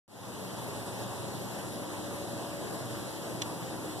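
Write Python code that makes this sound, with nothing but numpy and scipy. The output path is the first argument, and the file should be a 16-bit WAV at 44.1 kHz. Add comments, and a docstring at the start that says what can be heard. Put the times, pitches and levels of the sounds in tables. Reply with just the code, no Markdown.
"""A camera fades in over the first half second, widening the picture of its two close microphones.
Strong wind is already rushing steadily through tall palms: a low roar, a hiss of leaflets tapping
each other, and a faint hum underneath. Hollow moans swell and sink as the wind passes.
At about 3.4 s something close by on the right gives a dry double snap, and the wind blows on."""
import sys
import numpy as np
from scipy import signal
from scipy.fft import rfft, irfft
from scipy.io import wavfile
from scipy.ndimage import uniform_filter1d

SR = 44100
rng = np.random.default_rng(int(sys.argv[2]) if len(sys.argv) > 2 else 0)


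def to_wav(sig):
    """Store sig (one row per channel, or 1-D mono) as 16-bit WAV at the path in sys.argv[1].

    Samples outside -1..1 are clipped; the rate is SR.
    """
    pcm = np.clip(np.atleast_2d(sig), -1, 1) * 32767
    pcm = np.round(pcm).astype(np.int16)
    wavfile.write(sys.argv[1], SR, pcm.T)  # frames by channels


N = 176400
TIME, FREQS = np.arange(N) / SR, np.fft.rfftfreq(N, 1 / SR)


def amp(db):
    """Decibels to gain."""
    return 10 ** (np.asarray(db) / 20)


def unit_rms(x):
    """Scales a signal to rms 1."""
    return x / np.sqrt(np.mean(x ** 2) + 1e-20)


def curve_at(points, hz):
    """Reads a curve on a log-frequency axis."""
    f, value = np.transpose(points)
    return np.interp(np.log(hz + 1), np.log(f + 1), value)


# How alike the two sides are (frequency [Hz], coherence [0-1])
AIR_COHERENCE = [(20, 0.37), (60, 0), (110, 1), (220, 0.42), (450, 0.52), (700, 0.6), (950, 0.45),
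                 (1300, 0), (3000, 0.013), (14000, 0)]
# Phase between the sides, also for hum and moans (frequency [Hz], left lead [rad])
PHASE_LEAD = [(20, 2.5), (70, 2.5), (110, 1.35), (220, 0.65), (450, 0.34), (900, -0.3), (2000, 0)]
# Where the wind sits in the picture (frequency [Hz], left minus right [dB])
AIR_PAN = [(40, 0), (110, 0), (200, 1.5), (400, .5), (700, 2.5), (2300, -1.5), (5000, -0.5), (7700, 2),
           (11000, 5), (13000, 0.5)]
def air_noise():
    """Left and right spectra of white noise, partly shared by the two close microphones."""
    shared, separate = rfft(rng.standard_normal((2, N)))
    coherence = curve_at(AIR_COHERENCE, FREQS)
    right = coherence * shared + np.sqrt(1 - coherence ** 2) * separate
    right *= np.exp(-1j * curve_at(PHASE_LEAD, FREQS))
    pan_db = curve_at(AIR_PAN, FREQS)
    return np.array([shared * amp(pan_db / 2), right * amp(-pan_db / 2)])


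# Tone of the wind in the crowns, roar up to hiss (frequency [Hz], density [dB per Hz])
WIND_SPECTRUM = [(20, -97), (45, -85.5), (75, -79.5), (105, -73), (180, -69), (430, -71), (700, -74),
                 (980, -76), (1200, -81), (1900, -84), (2600, -85.5), (3300, -86.5), (4200, -86),
                 (4900, -87), (5700, -91), (7500, -87.5), (8900, -91), (11000, -87.5), (12000, -91),
                 (13800, -101)]
# Gentle ride on the wind's strength (time [s], gain [dB])
GUST_RIDE = [(0, -0.5), (.7, 0.1), (1.2, 0.1), (2.2, 0.26), (2.6, 0.1), (3.0, 0), (4, 0.5)]
def wind_rush():
    """Roar and hiss follow the gust; swaying fronds add patches of colour and a quick flutter."""
    patch_db, flutter_db = 1.04, 0.51
    steady = irfft(air_noise() * amp(curve_at(WIND_SPECTRUM, FREQS)), N) * np.sqrt(SR / 2)
    hz, t, bands = signal.stft(steady, SR, nperseg=512, noverlap=384)
    patches = rng.standard_normal((len(t), len(hz)))
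    patches = uniform_filter1d(patches, size=30, axis=0)  # about 90 ms long
    patches = unit_rms(uniform_filter1d(patches, size=7, axis=1)).T  # about 600 Hz wide
    flutter = unit_rms(uniform_filter1d(rng.standard_normal(len(t)), size=12))
    gust_db = np.interp(t, *np.transpose(GUST_RIDE))
    bands *= amp(gust_db + patch_db * patches + flutter_db * flutter)
    return signal.istft(bands, SR, nperseg=512, noverlap=384)[1][:, :N]


def leaflet_taps():
    """Leaflets knock together on either side: a dense, bright patter of uneven size."""
    taps_per_s, level_db, spread_db = 810, -66, 8
    size = amp(spread_db * np.minimum(rng.exponential(1, (2, N)), 4))
    polarity = rng.choice([-1, 1], (2, N))
    taps = size * polarity * (rng.random((2, N)) < taps_per_s / SR)
    band = signal.butter(2, [2920, 11500], "band", fs=SR, output="sos")
    return amp(level_db) * unit_rms(signal.sosfilt(band, taps))


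def centre_notch(stereo):
    """Scoops a steep, narrow hollow between roar and hiss out of the middle of the picture."""
    centre_hz, half_width_hz, depth_db = 2299, 192, -28
    inside = 1 / (1 + ((FREQS - centre_hz) / half_width_hz) ** 8)
    mid = rfft(stereo.mean(0))
    return stereo + irfft(mid * (amp(depth_db * inside) - 1), N)


def wavering_tone(hz, wander_hz, waver_db, rate_hz):
    """A sine at both microphones whose pitch and level drift at random."""
    slow_noise = rfft(rng.standard_normal((2, N))) / (1 + (FREQS / rate_hz) ** 2)
    pitch_drift, level_drift = (unit_rms(irfft(spectrum, N)) for spectrum in slow_noise)
    phase = 2 * np.pi * np.cumsum(hz + wander_hz * pitch_drift) / SR
    pair = np.sin([phase, phase - curve_at(PHASE_LEAD, hz)])
    return unit_rms(amp(waver_db * level_drift) * pair)


# The hum's two notes (pitch [Hz], wander [Hz], level [dB])
HUM_TONES = [(100.8, 3.58, -57), (119.5, 3.5, -51)]
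# The hum sinks and returns (time [s], relative level [dB])
HUM_RIDE = [(.3, -5), (.65, -0.5), (1.35, 0), (1.6, -4), (2.3, -1), (2.45, -5), (2.7, -7), (2.84, 3.5),
            (3.05, -2.5), (3.42, -1), (3.58, -2.5), (4, -2)]
def hum():
    """A faint bed of low tones wavers under the wind."""
    ride = unit_rms(amp(np.interp(TIME, *np.transpose(HUM_RIDE))))
    return ride * sum(amp(db) * wavering_tone(hz, wander_hz, waver_db=2, rate_hz=5.98)
                      for hz, wander_hz, db in HUM_TONES)


# Hollow wind voices (pitch [Hz], wander [Hz], crest level [dB], crest time [s], half-length [s])
MOAN_SWELLS = [(159, 5.2, -51, 3.52, .12), (194.5, 8.8, -48, .49, 0.092), (199, 4, -54.5, 1.54, 0.78),
               (309.2, 2.56, -50.5, 3.74, 0.87), (306.8, 3.07, -49.5, 2.12, 0.37),
               (350.6, 2.84, -57.5, 2.5, 1.7), (531, 6.03, -57.5, 3, 2.7), (574, 3.2, -48.5, 2.22, 0.21),
               (571, 3.94, -52, 2.1, 1.05), (656, 2.59, -58.5, 3.05, 1.24), (1628, 15, -69.5, 2.7, 0.39)]
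def wind_moans():
    """Hollow tones rise and sink as the wind passes, just left of centre."""
    pan_db = 1
    voices = 0
    for hz, wander_hz, db, crest_s, half_length_s in MOAN_SWELLS:
        swell = 1 / np.sqrt(1 + ((TIME - crest_s) / half_length_s) ** 4)
        voices += amp(db) * swell * wavering_tone(hz, wander_hz, waver_db=2, rate_hz=5.87)
    return voices * amp([[pan_db / 2], [-pan_db / 2]])


# Two hard cracks among three soft ones (time [s], level [dB], brightness tilt [dB per octave])
SNAP_CRACKS = [(3.4157, -32, 0), (3.41955, -15.2, 0), (3.42275, -15.7, 0), (3.4245, -27.5, 9),
               (3.4262, -29, 0)]
# The dry ring of each crack (frequency [Hz], relative level [dB], time to fall 60 dB [s])
SNAP_RING = [(2300, -13, 0.003), (3400, -2, 0.0026), (4100, -7, 0.003), (5900, -6, 0.0028),
             (8200, -18, .0015), (12500, -13, .001)]
def dry_snap():
    """Quick cracks on the right ring a few short modes and scatter briefly."""
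    pivot_hz, tail_db, tail_t60_s = 3420, -21, 0.04
    left_db, left_lag_s = -7.5, 0.000366
    t = TIME[:SR // 10]
    band = signal.butter(2, [2180, 12000], "band", fs=SR, output="sos")
    cracks = 0
    for onset_s, level_db, tilt in SNAP_CRACKS:
        ring = sum(amp(db + tilt * np.log2(hz / pivot_hz) - 60 * t / t60) * np.sin(2 * np.pi * hz * t)
                   for hz, db, t60 in SNAP_RING)
        ring = signal.sosfilt(band, ring)
        scatter = signal.fftconvolve(rng.standard_normal((2, len(t))), ring[None], axes=1)
        tail = unit_rms(scatter[:, :len(t)]) * amp(tail_db - 60 * t / tail_t60_s)
        cracks += amp(level_db) * rfft(ring + tail, N) * np.exp(-2j * np.pi * FREQS * onset_s)
    left, right = cracks
    left = left * amp(left_db) * np.exp(-2j * np.pi * FREQS * left_lag_s)
    return irfft(np.array([left, right]), N)


def scene():
    """Wind and leaflet patter with a narrow hollow near 2.3 kHz, plus moans, hum and a dry snap."""
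    return centre_notch(wind_rush() + leaflet_taps()) + wind_moans() + hum() + dry_snap()


# Opening fade, silent before its first point (time [s], gain [dB])
FADE_RIDE = [(.079, -20), (.13, -9), (.18, -6), (.27, -2), (.48, 1)]
# Width by band (frequency [Hz], share of the opposite side subtracted [0-1])
WIDTH_CROSSFEED = [(450, 0.0049), (1100, 0.85), (2300, 0.73), (3400, 0.76), (4500, 0.75), (6000, 0.37),
                   (9000, 0.12), (12000, 0.34)]
def record(dry):
    """The camera widens the picture with delayed, inverted crossfeed, fades in and trims the top."""
    delay_s, cutoff_hz = 1 / 2260, 14250
    sides = rfft(dry)
    share = curve_at(WIDTH_CROSSFEED, FREQS)
    crossfeed = share * np.exp(-2j * np.pi * FREQS * delay_s) * sides[::-1]
    wide = irfft((sides - crossfeed) / np.sqrt(1 + share ** 2), N)
    fade = amp(np.interp(TIME, *np.transpose(FADE_RIDE))) * (TIME >= FADE_RIDE[0][0])
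    lowpass = signal.firwin(1023, cutoff_hz, window=("kaiser", 9), fs=SR)
    return signal.oaconvolve(wide * fade, lowpass[None], "same")


dry = scene()
out = record(dry)
to_wav(out)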